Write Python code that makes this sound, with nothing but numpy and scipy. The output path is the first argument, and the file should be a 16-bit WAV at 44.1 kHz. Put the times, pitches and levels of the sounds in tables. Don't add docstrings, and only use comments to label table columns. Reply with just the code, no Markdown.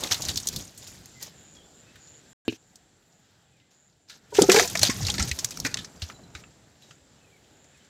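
import sys
import numpy as np
from scipy import signal
from scipy.fft import rfft, irfft, next_fast_len
from scipy.io import wavfile
from scipy.ndimage import uniform_filter1d

SR = 44100
rng = np.random.default_rng(int(sys.argv[2]) if len(sys.argv) > 2 else 0)


def inscribe(sig):
    pcm = np.round(np.clip(np.atleast_2d(sig).T, -1, 1) * 32767)
    wavfile.write(sys.argv[1], SR, pcm.astype(np.int16))


N = 347949


def undb(db):
    return 10 ** (np.asarray(db) / 20)


def unit(x):
    return x / np.sqrt(np.mean(x ** 2))


def noise(n):
    return rng.standard_normal(n)


def band(x, lo_hz, hi_hz):
    return signal.sosfilt(signal.butter(2, [lo_hz, hi_hz], "band", fs=SR, output="sos"), x)


def decay(t, t60):
    return 1000. ** (-t / t60)


def colour(x, table):
    size = next_fast_len(N)
    hz, db = np.transpose(table)
    f = np.maximum(np.arange(size // 2 + 1) * SR / size, 1)
    gain = undb(np.interp(np.log(f), np.log(hz), db))
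    return unit(irfft(rfft(x, size) * gain, size)[:N])


def curves(tables, off_db=-120):
    t, out = np.arange(N) / SR, None
    inside = np.zeros(N, bool)
    for table in tables:
        s, *columns = np.transpose(table)
        rows = np.array([np.interp(t, s, c) for c in columns])
        if out is None:
            out = rows * 0 + rows[:, :1]
        out[:, t >= s[0]] = rows[:, t >= s[0]]
        inside |= (t >= s[0]) & (t <= s[-1])
    return np.where(inside, out[0], off_db), *out[1:]


def walk(rate):
    hold = int(SR / rate)
    steps = np.repeat(noise(N // hold + 1), hold)
    return unit(uniform_filter1d(uniform_filter1d(steps, hold), hold)[:N])


def add(out, s, sound):
    i = int(max(s, 0) * SR)
    out[i:i + len(sound)] += sound[:N - i]


def snaps(rate, spread_db, t60):
    chance = rng.random(N) * SR / rate
    size = np.maximum(chance, np.exp(-2.4)) ** (-spread_db * np.log(10) / 20)
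    clicks = np.where(chance < 1, size, 0)
    return unit(signal.lfilter([1], [1, -np.exp(-np.log(1000) / (t60 * SR))], clicks))


def leaves():
    # [f/Hz, level/dB per Hz]
    litter_tone = [(410, -32.5), (700, -15.5), (1050, -18.5), (1660, -14.5), (2840, -12.5), (3900, -9.5),
                   (6570, -6), (9000, -17.5), (14500, -19.5), (16000, -29)]
    together = snaps(150, 6.1, 0.045)
    edges = np.geomspace(500, 17000, 13)
    total = np.zeros(N)
    for lo, hi in zip(edges, edges[1:]):
        crackle = 0.55 + 0.25 * together + 0.45 * snaps(55, 10.0, 0.018)
        total += band(noise(N), lo, hi) * crackle
    return colour(total, litter_tone)


def roll():
    # [t/s, rustle level/dB, stalk rattle level/dB re rustle, soil rumble level/dB re rustle]
    passages = [
        [(0, -34, -1, -13), (.264, -39.5, -10, -6), (.448, -42, -11.5, -3), (.612, -43, -7, -1),
         (.744, -56, -12, 2), (1.0, -54.5, -21, 1.5), (1.4, -66, -8, -16.5)],
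        [(4.3, -61, -14, 0.5), (4.4, -43.5, -13, 11.5), (4.53, -28, -11.5, -11.5), (4.73, -36.5, -10.5, -5.5),
         (4.82, -37, -21, 2.5), (5.23, -38.5, -15.5, 2), (5.44, -45, -2, -8.5), (5.69, -45.5, -4.5, 3.5),
         (5.86, -56.5, 1, 4), (6.4, -71, 10, 18), (6.9, -87, 10, 12)],
    ]
    # [start t/s, length/s, level/dB]
    sweeps = [(0.107, 0.036, -24), (0.225, 0.08, -40), (0.258, 0.071, -46), (0.787, 0.22, -51.5),
              (1.194, 0.11, -41), (1.545, 0.038, -53), (2.487, 0.093, -46), (3.702, 0.076, -61),
              (4.072, 0.12, -49), (4.334, 0.13, -28.5), (4.498, 0.16, -20), (4.743, 0.053, -40),
              (4.809, 0.091, -20), (4.992, 0.15, -40), (5.191, 0.041, -37.5), (5.272, 0.032, -33),
              (5.506, 0.03, -40), (5.646, 0.032, -26), (5.994, 0.15, -47), (6.338, 0.09, -48),
              (6.793, 0.17, -55.5)]
    db, rattle_db, rumble_db = curves(passages)
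    litter = leaves()
    rattle = unit(band(noise(N), 150, 900)) * (0.47 + 0.58 * snaps(51, 3.9, 0.057))
    rumble = unit(band(noise(N), 37, 210)) * undb(2.8 * walk(30))
    out = undb(db) * (litter + undb(rattle_db) * rattle + undb(rumble_db) * rumble)
    crushed = 0.65 * litter + 0.52 * band(litter, 1200, 7500) + 0.29 * rattle
    for s, length, sweep_db in sweeps:
        i, n = int(s * SR), int(length * SR)
        shape = signal.windows.tukey(n, .45) * np.exp(-.8 * np.arange(n) / n)
        add(out, s, undb(sweep_db) * crushed[i:i + n] * shape)
    return out


def air():
    # [t/s, level/dB]
    wind_level = [(0, -57), (1.3, -53), (2.4, -55), (2.59, -60), (3.3, -60.5), (4.05, -65), (4.6, -45.5),
                  (6, -56), (7.89, -57)]
    # [f/Hz, level/dB per Hz]
    wind_tone = [(21, -40), (35, -9.5), (129, -1.5), (334, -10), (800, -13.5), (1050, -20.5), (1590, -16),
                 (2280, -21), (3800, -19), (5600, -23), (7600, -21.5), (8650, -33), (14800, -38),
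                 (16000, -42)]
    chorus_db = -18
    edges = np.geomspace(20, 17000, 15)
    wind = np.zeros(N)
    for lo, hi in zip(edges, edges[1:]):
        flicker_db = 2.5 if hi < 300 else 1.6
        part = band(noise(N), lo, hi) * undb(flicker_db * walk(9))
        if lo > 2000:
            part *= 1 + 0.19 * snaps(5, 4., .05)
        wind += part
    chorus = np.zeros(N)
    for hz in (7150, 7380, 7600):
        buzz = unit(band(band(noise(N), hz - 180, hz + 180), hz - 300, hz + 300))
        chorus += buzz * undb(chorus_db + 3.5 * walk(7))
    return undb(curves([wind_level])[0]) * (colour(wind, wind_tone) + chorus)


def grains(n, hz, spread, count):
    pitch = np.clip(hz * np.exp(spread * noise(count)), 800, 15000)
    return unit(sum(unit(band(noise(n), f * .96, f * 1.04)) for f in pitch))


def cracks():
    # [t/s, peak level/dB, brightest f/Hz, low mids level/dB re peak, burst t60/s]
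    snap_events = [(0.0364, -14, 3800, -23, .029), (0.072, -22, 4020, -6, .01),
                   (0.112, -11.5, 4100, -13, 0.024), (0.1174, -19, 4940, -2, 0.049),
                   (0.1231, -5.5, 3760, -16, 0.0085), (0.1436, -15, 3760, -14, 0.032),
                   (0.2206, -16, 5950, -27, 0.031), (0.251, -18, 6200, -18, 0.021),
                   (0.2854, -15, 4330, -14, 0.036), (0.2913, -18, 3550, -12.5, 0.051),
                   (0.3583, -16, 6160, -24, .02), (0.3717, -15.5, 6100, -34.5, 0.013),
                   (0.3745, -9, 4270, -26.5, 0.023), (0.4004, -23.5, 7570, -39, 0.019),
                   (0.4714, -10, 6900, -33, 0.018), (0.4774, -17.5, 5800, -29.5, .016),
                   (0.4868, -7.5, 6610, -49, 0.0094), (0.5275, -29.5, 4770, -11.5, 0.1),
                   (0.5616, -15, 4600, -35, 0.027), (0.6107, -30, 4890, -31, .02),
                   (0.7766, -32, 7600, -28, 0.056), (0.8436, -40, 7250, -25, .02),
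                   (0.873, -35, 6840, -36, 0.11), (1.0578, -32.5, 6300, -11, 0.015),
                   (1.2271, -20.5, 6600, -28, 0.026), (1.9572, -43, 3560, 1, 0.043),
                   (2.7568, -36.5, 7000, -30, 0.026), (4.0976, -34, 4120, -6.5, 0.11),
                   (4.352, -22.5, 2700, -5, 0.036), (4.3891, -18.5, 6550, -3.5, 0.1),
                   (4.42, 2, 6630, -34.5, 0.015), (4.4968, -0.5, 2680, -4.5, 0.023),
                   (4.5177, -2, 7000, -7.5, 0.027), (4.545, -10.5, 4840, -3.5, 0.022),
                   (4.5617, -6, 2250, -3.5, 0.028), (4.5856, -9.5, 3850, -6, .055),
                   (4.5963, -3.5, 6450, 0, 0.013), (4.6763, -16.5, 6640, -22.5, 0.019),
                   (4.7536, -12, 2180, -5, 0.02), (4.773, -12, 5770, -29, 0.019),
                   (4.7931, -8.5, 5830, -15.5, 0.011), (4.8312, 3, 4300, -16, 0.02),
                   (4.863, -16.5, 6160, -18.5, 0.016), (4.8979, -12, 5770, -4, .049),
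                   (5.0305, -21, 5860, -17, .023), (5.05, -17.5, 4000, -26, 0.025),
                   (5.068, -12.5, 4880, -20, 0.031), (5.0844, -13.5, 2380, -37, 0.015),
                   (5.1003, -7.5, 3760, -21, .016), (5.1402, -21.5, 4240, -7, 0.058),
                   (5.1818, -17, 4070, -4.5, 0.033), (5.1961, -13, 5600, -2, 0.047),
                   (5.225, -10.5, 6070, -18, 0.025), (5.3139, -10.5, 2430, -39, 0.02),
                   (5.3887, -14, 6050, -17.5, 0.039), (5.4458, -5.5, 6700, -16.5, 0.013),
                   (5.5079, -23.5, 7000, -16, 0.029), (5.5731, -21.5, 5440, -11, 0.013),
                   (5.6007, -13, 5900, -46, 0.0085), (5.6495, -15.5, 1940, -3, 0.064),
                   (5.715, -32, 4700, -21, .011), (5.7425, -8.5, 4800, -9, 0.01),
                   (5.7716, -17.5, 3330, -7, 0.021), (5.787, -24.5, 3540, -9.5, 0.073),
                   (5.846, -24.5, 5370, -10, 0.027), (6.02, -20.5, 4520, -8.5, 0.044),
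                   (6.099, -39.5, 2700, 12, 0.027), (6.351, -31, 4055, 2, 0.046),
                   (6.437, -46.5, 3740, 8.5, .029), (6.9092, -38.5, 3163, -2, .038),
                   (7.643, -46.5, 7310, -6, .03)]
    # [t/s, level/dB re peak]
    snap_treble = [(0, -14), (.4, -15.5), (.6, -9.5), (1.3, -6), (4.0, -25.5), (4.8, -16.5), (5.1, -39),
                   (5.45, -11.5), (5.61, -13), (5.65, -25), (7.9, -42)]
    rise_s = .0024
    crest_db, ring_db = 8, -2.5
    out, t = np.zeros(N), np.arange(SR // 10) / SR
    size = (len(snap_events), len(t))
    mids = unit(band(band(noise(size), 3600, 7600), 2900, 9000))
    lows = unit(band(noise(size), 1400, 2500))
    tops = unit(band(noise(size), 8800, 15500))
    lumps = undb(1.8 * unit(uniform_filter1d(noise(size), size=50)))
    after = np.maximum(t - rise_s, 0)
    for k, (s, db, hz, low_db, t60) in enumerate(snap_events):
        t60 = max(t60, .005)
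        low_mids = 0.74 * lows[k] + 0.73 * grains(len(t), 1600, .3, count=2)
        top_db = np.interp(s, *np.transpose(snap_treble))
        burst = 0.5 * mids[k] + undb(low_db) * low_mids + undb(top_db) * tops[k]
        fall = decay(after, t60) * lumps[k] + 0.46 * decay(after, t60 / 7)
        fall += undb(-12.5) * decay(after, t60 * 6)
        ring = unit(band(noise(len(t)), hz * 0.85, hz * 1.128)) + 0.35 * grains(len(t), hz, 0.3, count=2)
        snap = burst * fall + undb(ring_db) * ring * decay(after, t60 * 1.8)
        rise = np.minimum(t / rise_s, 1) ** 2
        add(out, s + 0.00075 - rise_s, undb(db - crest_db) * snap * rise)
    return out


def thuds():
    # [t/s, level/dB before the decay, settled pitch f/Hz]
    landings = [(0.112, -27, 92), (0.208, -37, 93), (0.289, -23.5, 76.5), (0.369, -32, 87.6),
                (4.416, -14, 177), (4.499, -14, 189), (4.569, -30, 159), (4.775, -24.5, 178.6),
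                (4.819, -20.5, 105), (4.899, -26, 104), (4.978, -25, 102), (5.026, -18.5, 124),
                (5.042, -15.5, 90), (5.086, -19, 66.7), (5.195, -19, 180), (5.207, -12, 68.4),
                (5.28, -22, 122.3), (5.316, -18.5, 69), (5.445, -29, 112), (5.643, -27.5, 110),
                (6.028, -20.5, 78.4), (6.353, -33, 70.1), (6.913, -44.5, 143)]
    out, t = np.zeros(N), np.arange(SR // 3) / SR
    shape = (1 - np.exp(-t / 0.003)) * decay(t, 0.11)
    for s, db, hz in landings:
        cycles = hz * (t + 0.0035 * (1 - np.exp(-t / 0.038)))
        add(out, s - .005, undb(db) * np.sin(2 * np.pi * cycles) * shape)
    return out


def cicadas():
    # [start t/s, level/dB before the throb]
    chirrs = [(0.118, -48), (0.718, -53), (1.32, -56.5), (1.951, -54), (2.501, -69.5), (3.048, -69.5),
              (3.66, -68), (5.98, -63), (6.72, -68), (7.48, -66)]
    chirr_s, chirr_hz = .3, 7040
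    answer_hz, answer_db = 7230, -5.5
    throb_hz = 150 * (1 + 0.031 * walk(2.5))
    throb = 1 + 0.7 * np.sin(2 * np.pi * np.cumsum(throb_hz) / SR)
    out, n = np.zeros(N), int(chirr_s * SR)
    for s, db in chirrs:
        for late, hz, less_db in ((0, chirr_hz, 0), (.95 * chirr_s, answer_hz, answer_db)):
            buzz = band(band(noise(SR // 2)[:n], hz - 260, hz + 260), hz - 450, hz + 450)
            add(out, s + late, undb(db + less_db) * unit(buzz) * signal.windows.tukey(n, .65))
    return out * throb * undb(1.5 * walk(12))


def birds():
    # [start t/s, length/s, from f/Hz, to f/Hz, level/dB before the blur]
    whistles = [(1.14, 0.11, 2150, 1850, -56), (1.539, 0.094, 3500, 3020, -54.5),
                (1.622, 0.044, 3600, 3460, -57), (1.853, .07, 2650, 2600, -64),
                (2.203, 0.38, 1550, 1708, -59), (3.357, .1, 3450, 3000, -77),
                (3.506, 0.11, 2690, 2140, -73), (3.602, 0.042, 2100, 2070, -68),
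                (5.962, 0.043, 4900, 5000, -58), (6.137, 0.035, 4070, 4020, -54.5),
                (6.228, 0.028, 4300, 3900, -57), (6.824, 0.025, 4000, 3920, -52),
                (7.132, 0.091, 2800, 3000, -67.5), (7.203, 0.092, 2700, 2400, -66.5),
                (7.308, 0.085, 2500, 2000, -61), (7.745, 0.015, 2496, 2550, -56),
                (7.794, 0.038, 3150, 3100, -61)]
    out, warble = np.zeros(N), 1 + .02 * walk(90)
    for s, length, from_hz, to_hz, db in whistles:
        n = int(length * SR)
        blur = undb(4 * unit(uniform_filter1d(noise(SR), size=200))[:n])
        glide_hz = np.linspace(from_hz, to_hz, n) * warble[:n]
        whistle = np.sin(2 * np.pi * np.cumsum(glide_hz) / SR)
        add(out, s, undb(db) * blur * np.hanning(n) ** .5 * whistle)
    t = np.arange(SR // 4) / SR
    echo = noise(len(t)) * decay(t, 0.29)
    return out + undb(-34) * signal.fftconvolve(out, echo)[:N]


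def chops():
    # [t/s, level/dB]
    blows = [(2.48, -13.5), (2.525, -31.5)]
    # [f/Hz, level/dB re blow, t60/s]
    chop_modes = [(118, -12, 0.091), (259, 0.5, 0.047), (322, 2.5, 0.058), (409, -5, 0.058),
                  (2810, -11.5, 0.075), (4060, -15, 0.044), (4600, -23.5, 0.028)]
    out, t = np.zeros(N), np.arange(SR // 4) / SR
    swell = 1 - 0.66 * np.exp(-t / 0.0017)
    for s, db in blows:
        for hz, mode_db, t60 in chop_modes:
            fall = undb(db + mode_db) * decay(t, t60)
            if hz < 1000:
                add(out, s, -np.cos(2 * np.pi * hz * t) * swell * fall)
            else:
                rattle = unit(band(noise(len(t)), hz * 0.884, hz * 1.076))
                add(out, s + 0.00197, rattle * np.minimum(t / 0.00085, 1) * fall)
    return out


def knocks():
    # [t/s, level/dB, pitch f/Hz, t60/s]
    strikes = [(4.324, -25, 410, .11), (4.387, -2, 393, .036), (4.414, -3.5, 360, .045),
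               (4.422, -11.5, 310, .03), (4.434, -10, 377, .095), (4.489, -5, 385, .083),
               (4.519, -20, 401, .11), (4.544, -8.5, 415, .06), (4.562, -5.5, 417.6, .1),
               (4.574, -9.5, 452, .079), (4.596, -7, 700, 0.034), (4.615, -13.5, 380, 0.09),
               (4.648, -25, 510, 0.083), (4.753, -22, 634, .035), (4.831, -12.5, 607, .024),
               (4.893, -16.5, 234, .022), (5.004, -32, 805, .036), (5.091, -28.5, 818, .058),
               (5.182, -17, 277, .055), (5.649, -23.5, 272, .065), (6.354, -40.5, 332, 0.04)]
    # [multiple of pitch, level/dB]
    stalk_modes = [(1.002, -1.5), (0.779, -17), (1.3, -9.5), (1.899, -14.5), (2.3, -20), (3.599, -24)]
    contact_s = 0.0054
    out, t = np.zeros(N), np.arange(SR // 3) / SR
    after = np.maximum(t - contact_s, 0)
    for s, db, hz, t60 in strikes:
        ring = np.zeros(len(t))
        for multiple, mode_db in stalk_modes:
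            gain = undb(mode_db + 4.2 * rng.standard_normal())
            detune = 1 + 0.034 * rng.standard_normal() * (multiple > 1)
            tone = np.sin(2 * np.pi * hz * multiple * detune * t)
            ring += gain * tone * decay(after, max(t60, .01) / multiple ** 0.19)
        add(out, s - .002, undb(db) * ring * np.minimum(t / contact_s, 1))
    return out


def scene():
    hits = chops() + cracks() + knocks() + thuds()
    t = np.arange(SR // 3) / SR
    echo = band(noise(len(t)), 150, 7000) * decay(t, 0.059) * (t > .004)
    echoes = undb(-38.5) * signal.fftconvolve(hits, echo)[:N]
    return (hits + echoes + roll() + cicadas() + birds() + air())[None]


def record(dry):
    # [start t/s, end t/s]
    cut_out = (2.332, 2.450)
    t = np.arange(N) / SR
    on = np.clip(np.maximum(cut_out[0] - t, t - cut_out[1]) / 0.00038, 0, 1)
    heard = signal.sosfilt(signal.butter(2, 50., "high", fs=SR, output="sos"), dry)
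    heard = signal.sosfilt(signal.butter(4, 15300., fs=SR, output="sos"), heard)
    rounded = np.tanh(0.74 * heard) / 0.92
    return signal.sosfilt(signal.ellip(10, .2, 70, 16300, fs=SR, output="sos"), on * rounded)


dry = scene()
out = record(dry)
inscribe(out)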